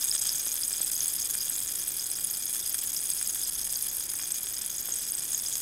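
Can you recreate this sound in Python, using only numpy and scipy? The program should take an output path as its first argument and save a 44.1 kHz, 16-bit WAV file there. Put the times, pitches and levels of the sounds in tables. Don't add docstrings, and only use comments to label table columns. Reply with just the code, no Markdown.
import sys
import numpy as np
from scipy import signal
from scipy.fft import rfft, irfft
from scipy.io import wavfile
from scipy.ndimage import uniform_filter1d

SR = 44100
rng = np.random.default_rng(int(sys.argv[2]) if len(sys.argv) > 2 else 0)


def wav_out(sig):
    wavfile.write(sys.argv[1], SR, np.round(np.clip(np.atleast_2d(sig).T, -1, 1) * 32767).astype(np.int16))


N = 247401


def from_db(db):
    return 10 ** (np.asarray(db) / 20)


def rms_one(x):
    return x / np.sqrt(np.mean(x ** 2) + 1e-20)


def at_hz(points, hz):
    pitches, levels = np.transpose(points)
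    return np.interp(np.log(hz), np.log(pitches), levels)


def resonance(x, hz, width_hz):
    r = np.exp(-np.pi * width_hz / SR)
    feedback = [1, -2 * r * np.cos(2 * np.pi * hz / SR), r * r]
    return signal.lfilter(np.array([1, 0, -1]) * (1 - r * r) / 2, feedback, x)


def band_noise(low_hz, high_hz):
    band = signal.butter(2, [low_hz, high_hz], "band", fs=SR, output="sos")
    return signal.sosfilt(band, rng.standard_normal(N))


def drift(rate_hz):
    r = np.exp(-80 * np.pi * rate_hz / SR)
    slow = signal.lfilter([1], [1, -2 * r, r * r], rng.standard_normal(N // 40 + 2002))[2000:]
    return np.interp(np.arange(N) / 40, np.arange(len(slow)), rms_one(slow))


def clumps(depth_db, rate_hz, refill_s):
    surge = drift(rate_hz)
    surge = rms_one(surge - uniform_filter1d(surge, int(refill_s * SR)))
    return from_db(depth_db * np.clip(surge, -2.2, 2.2))


def burst_times(per_s, clumping):
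    chance = np.cumsum(clumping)
    return np.interp(rng.random(int(per_s * N / SR)), chance / chance[-1], np.arange(N) / SR)


def bursts(starts, peak_db, hz, ms, glide, swell):
    length = np.clip(ms, .05, 6) * SR / 1000
    samples = (2 * length).astype(int) + 2
    bubble = np.repeat(np.arange(len(starts)), samples)
    age = np.arange(len(bubble)) - np.repeat(np.cumsum(samples) - samples, samples)
    progress = age / length[bubble]
    shape = progress ** swell * np.exp(-2 * progress ** 2)
    turns = hz[bubble] / SR * age * (1 + glide * (progress - 1) / 2)
    wave = from_db(peak_db)[bubble] * shape / shape.max() * np.sin(2 * np.pi * turns)
    position = np.maximum(starts * SR, 0).astype(int)[bubble] + age
    return np.bincount(position, wave, N)[:N]


def echoing_bursts(starts, peak_db, hz, ms, glide, swell, echoes):
    echo_db, average_delay_ms = -8.5, 1.3
    out = np.zeros(N)
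    for bounce in range(1 + echoes):
        out += bursts(starts, peak_db + bounce * echo_db, hz, ms, glide, swell)
        starts = starts + average_delay_ms * (.5 + rng.exponential(.5, len(starts))) / 1000
    return out


# time in seconds, level of coarse bubbles in dB, level of fine bubbles in dB.
FIZZ_LEVELS = [(0.0, -31.5, -32), (0.28, -30.5, -33.5), (0.45, -33.5, -33.5), (1.15, -34, -32),
               (2.05, -37.4, -34), (3.2, -34.5, -33.5), (3.9, -37, -33), (4.15, -37, -36.5),
               (4.95, -36, -36.5), (5.45, -35, -34.8)]
COARSE_HZ, FINE_HZ = 7800, 9950


def fizz_db(seconds, hz):
    times, coarse, fine = np.transpose(FIZZ_LEVELS)
    fineness = np.clip(np.log(hz / COARSE_HZ) / np.log(FINE_HZ / COARSE_HZ), 0, 1)
    return (1 - fineness) * np.interp(seconds, times, coarse) + fineness * np.interp(seconds, times, fine)


# pitch in Hz, boost or cut in dB.
STRENGTH_BY_PITCH = [(2500, -24), (4000, -8.5), (5000, -4), (6500, 0), (8500, -0.5), (10500, 4.5),
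                     (13000, 2), (16000, -1.5)]


def fizz(clumping, per_s, level_db, spread_db, size_cap, centre_hz, octaves):
    starts = burst_times(per_s, clumping)
    size, pitch, life = rng.standard_normal((len(starts), 3)).T
    hz = np.clip(centre_hz * 2 ** (octaves * pitch), 2000, 18000)
    size_db = spread_db * np.minimum(size, size_cap)
    peak_db = level_db + fizz_db(starts, hz) + at_hz(STRENGTH_BY_PITCH, hz) + size_db
    cycles = 8 * np.exp(.25 * np.clip(life, -2, 2) + .06 * size)
    return echoing_bursts(starts, peak_db, hz, 1000 * cycles / hz, glide=.04, swell=.5, echoes=2)


def ticks(clumping, per_s, level_db, spread_db, centre_hz, ms):
    starts = burst_times(per_s, clumping)
    size, pitch = rng.standard_normal((len(starts), 2)).T
    hz = np.minimum(centre_hz * 2 ** (.5 * np.maximum(pitch, -2)), SR / 3)
    peak_db = level_db + fizz_db(starts, hz) + spread_db * np.minimum(size, 2.3)
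    return echoing_bursts(starts, peak_db, hz, np.full(len(starts), ms), glide=.18, swell=.27, echoes=1)


def hiss(clumping, level_db, low_hz, high_hz):
    flutter = rms_one(band_noise(low_hz, high_hz) * clumping)
    return from_db(level_db + fizz_db(np.arange(N) / SR, FINE_HZ)) * flutter


def stray_pops(per_s, level_db, spread_db, low_hz, high_hz, db_per_octave, cycles):
    total = int(per_s * N / SR)
    when, pitch, size, life = rng.random((total, 4)).T
    starts = (np.arange(total) + when) / total * N / SR
    hz = low_hz * (high_hz / low_hz) ** pitch
    softening_db = db_per_octave * np.log2(np.minimum(hz / FINE_HZ, 1))
    peak_db = level_db + fizz_db(starts, hz) + softening_db + spread_db * (size - .5)
    ms = 1000 * cycles * 2 ** (life - .5) / hz
    return echoing_bursts(starts, peak_db, hz, ms, glide=.05, swell=.33, echoes=1)


# pitch in Hz, width in Hz, level in dB above the direct sound.
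MUG_NOTES = [(1710, 340, 0.5), (2406, 10, 15), (3377, 290, 10.5), (4990, 205, 10.5), (6540, 170, 9),
             (8155, 256, 7), (9660, 490, -0.5), (11400, 390, -3.5), (12900, 400, -1.5), (14500, 400, 2)]


def mug(water):
    return water + sum(from_db(db) * resonance(water, hz, width) for hz, width, db in MUG_NOTES)


# pitch in Hz, relative level in dB.
ROOM_TONE = [(22, -23), (45, -3), (130, 1.5), (200, -1.5), (320, -1.5), (550, -6), (1100, -8.5),
             (1650, -4.5), (2200, -5.5)]
# pitch in Hz, relative level in dB.
HUM_NOTES = [(50, -66), (300, -67.5), (347, -70), (744, -74), (844, -76)]


def room(noise_db, hum_db):
    hz = np.maximum(np.arange(N // 2 + 1) * SR / N, 1)
    tone = from_db(at_hz(ROOM_TONE, hz)) / (1 + (hz / 3000) ** 4)
    noise = rms_one(irfft(rfft(rng.standard_normal(N)) * tone, N))
    t = np.arange(N) / SR
    hum = sum(from_db(db) * np.sqrt(2) * np.sin(2 * np.pi * (pitch * t + rng.random()))
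              for pitch, db in HUM_NOTES)
    return from_db(noise_db) * noise + from_db(hum_db) * hum


# start in seconds, relative level in dB, pitch in Hz, ring time in milliseconds.
LOUD_POPS = [(0.043, -19, 7650, 0.7), (0.114, -22, 5130, 1.9), (0.151, -19, 8310, 1.0),
             (0.217, -20.5, 7730, 2.3), (0.2917, -23.5, 5220, 2), (0.5175, -25, 6570, 1.2),
             (0.6337, -25.5, 5270, 1.3), (0.7297, -18.5, 8300, 0.98), (0.816, -18, 8200, 1.0),
             (0.9645, -27.5, 6540, 1.9), (1.006, -18.5, 6140, 1.2), (1.0323, -17, 10850, 1.0),
             (1.0806, -19, 8300, 1.1), (1.1866, -31, 5300, 1.7), (1.2185, -26, 5650, 1.3),
             (1.3526, -17.5, 8720, 0.49), (1.4963, -24, 8060, 2), (1.6772, -23, 6800, 0.7),
             (1.8807, -15.5, 9710, 0.58), (1.9946, -36.5, 5060, 3.9), (2.1152, -19, 9410, 0.83),
             (2.2469, -15, 10400, 1.2), (2.7455, -21.5, 8610, 1.2), (2.8261, -31, 3650, 0.3),
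             (2.9652, -22.5, 5620, 1.9), (3.1023, -21.5, 8400, 2.1), (3.2279, -14, 9370, 0.47),
             (3.2742, -18, 11000, 0.99), (3.294, -29.5, 6610, 2.7), (3.4326, -21, 9050, 0.7),
             (3.759, -30, 4670, 2.6), (3.8248, -21.5, 9950, 1.5), (3.9687, -14, 11900, 0.31),
             (4.2353, -20, 8100, 0.35), (4.3198, -18, 7960, 1), (4.4704, -28.5, 3650, 0.32),
             (4.662, -17.5, 9500, 0.47), (4.7824, -22, 7000, 0.97), (4.9221, -24.5, 6610, 1.7),
             (4.957, -23, 8060, 1.0), (5.1205, -18, 9560, 0.9), (5.3327, -20, 7700, 0.93),
             (5.346, -23, 6800, 2.9), (5.4615, -32, 5080, 1.9), (5.527, -19, 7400, 0.6),
             (5.5552, -14.5, 7670, 0.25)]


def loud_pops(level_db):
    starts, peak_db, hz, ms = np.transpose(LOUD_POPS)
    return echoing_bursts(starts, peak_db + level_db, hz, ms, glide=.05, swell=.36, echoes=1)


# start in seconds, relative level in dB, pitch in Hz.
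BIG_BUBBLES = [(0.469, -36.5, 330), (0.805, -34.5, 260), (1.35, -36.5, 1640), (1.506, -39.5, 1730),
               (2.187, -40.5, 1500), (2.557, -41, 1360), (2.746, -32.5, 1810), (3.214, -35.5, 1630),
               (3.359, -40.5, 1560), (3.672, -40.5, 2380), (4.14, -39.5, 1470), (4.196, -34.5, 2190),
               (4.236, -42, 1900), (4.887, -35.5, 390)]


def plops(level_db, damping, dull_hz):
    soften = signal.butter(2, dull_hz, fs=SR, output="sos")
    puff = signal.sosfilt(soften, signal.unit_impulse(SR // 20))
    out = np.zeros(N)
    for seconds, peak_db, hz in BIG_BUBBLES:
        knock = resonance(puff, hz, damping * np.sqrt(hz * dull_hz))
        start = round(seconds * SR)
        out[start:start + len(knock)] += from_db(peak_db + level_db) * knock / np.abs(knock).max()
    return out


# time in seconds, level in dB.
RUMBLE_LEVELS = [(0.0, -78), (2.2, -68), (3.0, -73), (3.3, -59.5), (3.7, -60.5), (4.1, -69)]


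def rumble(low_hz, high_hz):
    level_db = np.interp(np.arange(N) / SR, *np.transpose(RUMBLE_LEVELS))
    return from_db(level_db) * rms_one(band_noise(low_hz, high_hz))


def scene():
    clumping = clumps(depth_db=4, rate_hz=110, refill_s=.06)
    water = fizz(clumping, per_s=2400, level_db=-7, spread_db=6, size_cap=1.93,
                 centre_hz=9490, octaves=.4156)
    water += ticks(clumping, per_s=2000, level_db=-7.5, spread_db=6.5, centre_hz=8570, ms=.19)
    water += ticks(clumping, per_s=14, level_db=-14.5, spread_db=5, centre_hz=2600, ms=.21)
    water += hiss(clumping, level_db=-11.5, low_hz=4900, high_hz=15900)
    water += stray_pops(per_s=24, level_db=13.5, spread_db=1.5, low_hz=5430, high_hz=12840,
                        db_per_octave=10, cycles=9.6)
    water += loud_pops(level_db=.5)
    water += plops(level_db=4.5, damping=.72, dull_hz=2570)
    background = room(noise_db=-54.17, hum_db=-1.5) + rumble(low_hz=30, high_hz=66.7)
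    return np.tile(mug(water) + background, (2, 1))


def record(dry):
    cutoff_hz = 15750
    return signal.sosfilt(signal.ellip(12, .1, 80, cutoff_hz, fs=SR, output="sos"), dry)


dry = scene()
out = record(dry)
wav_out(out)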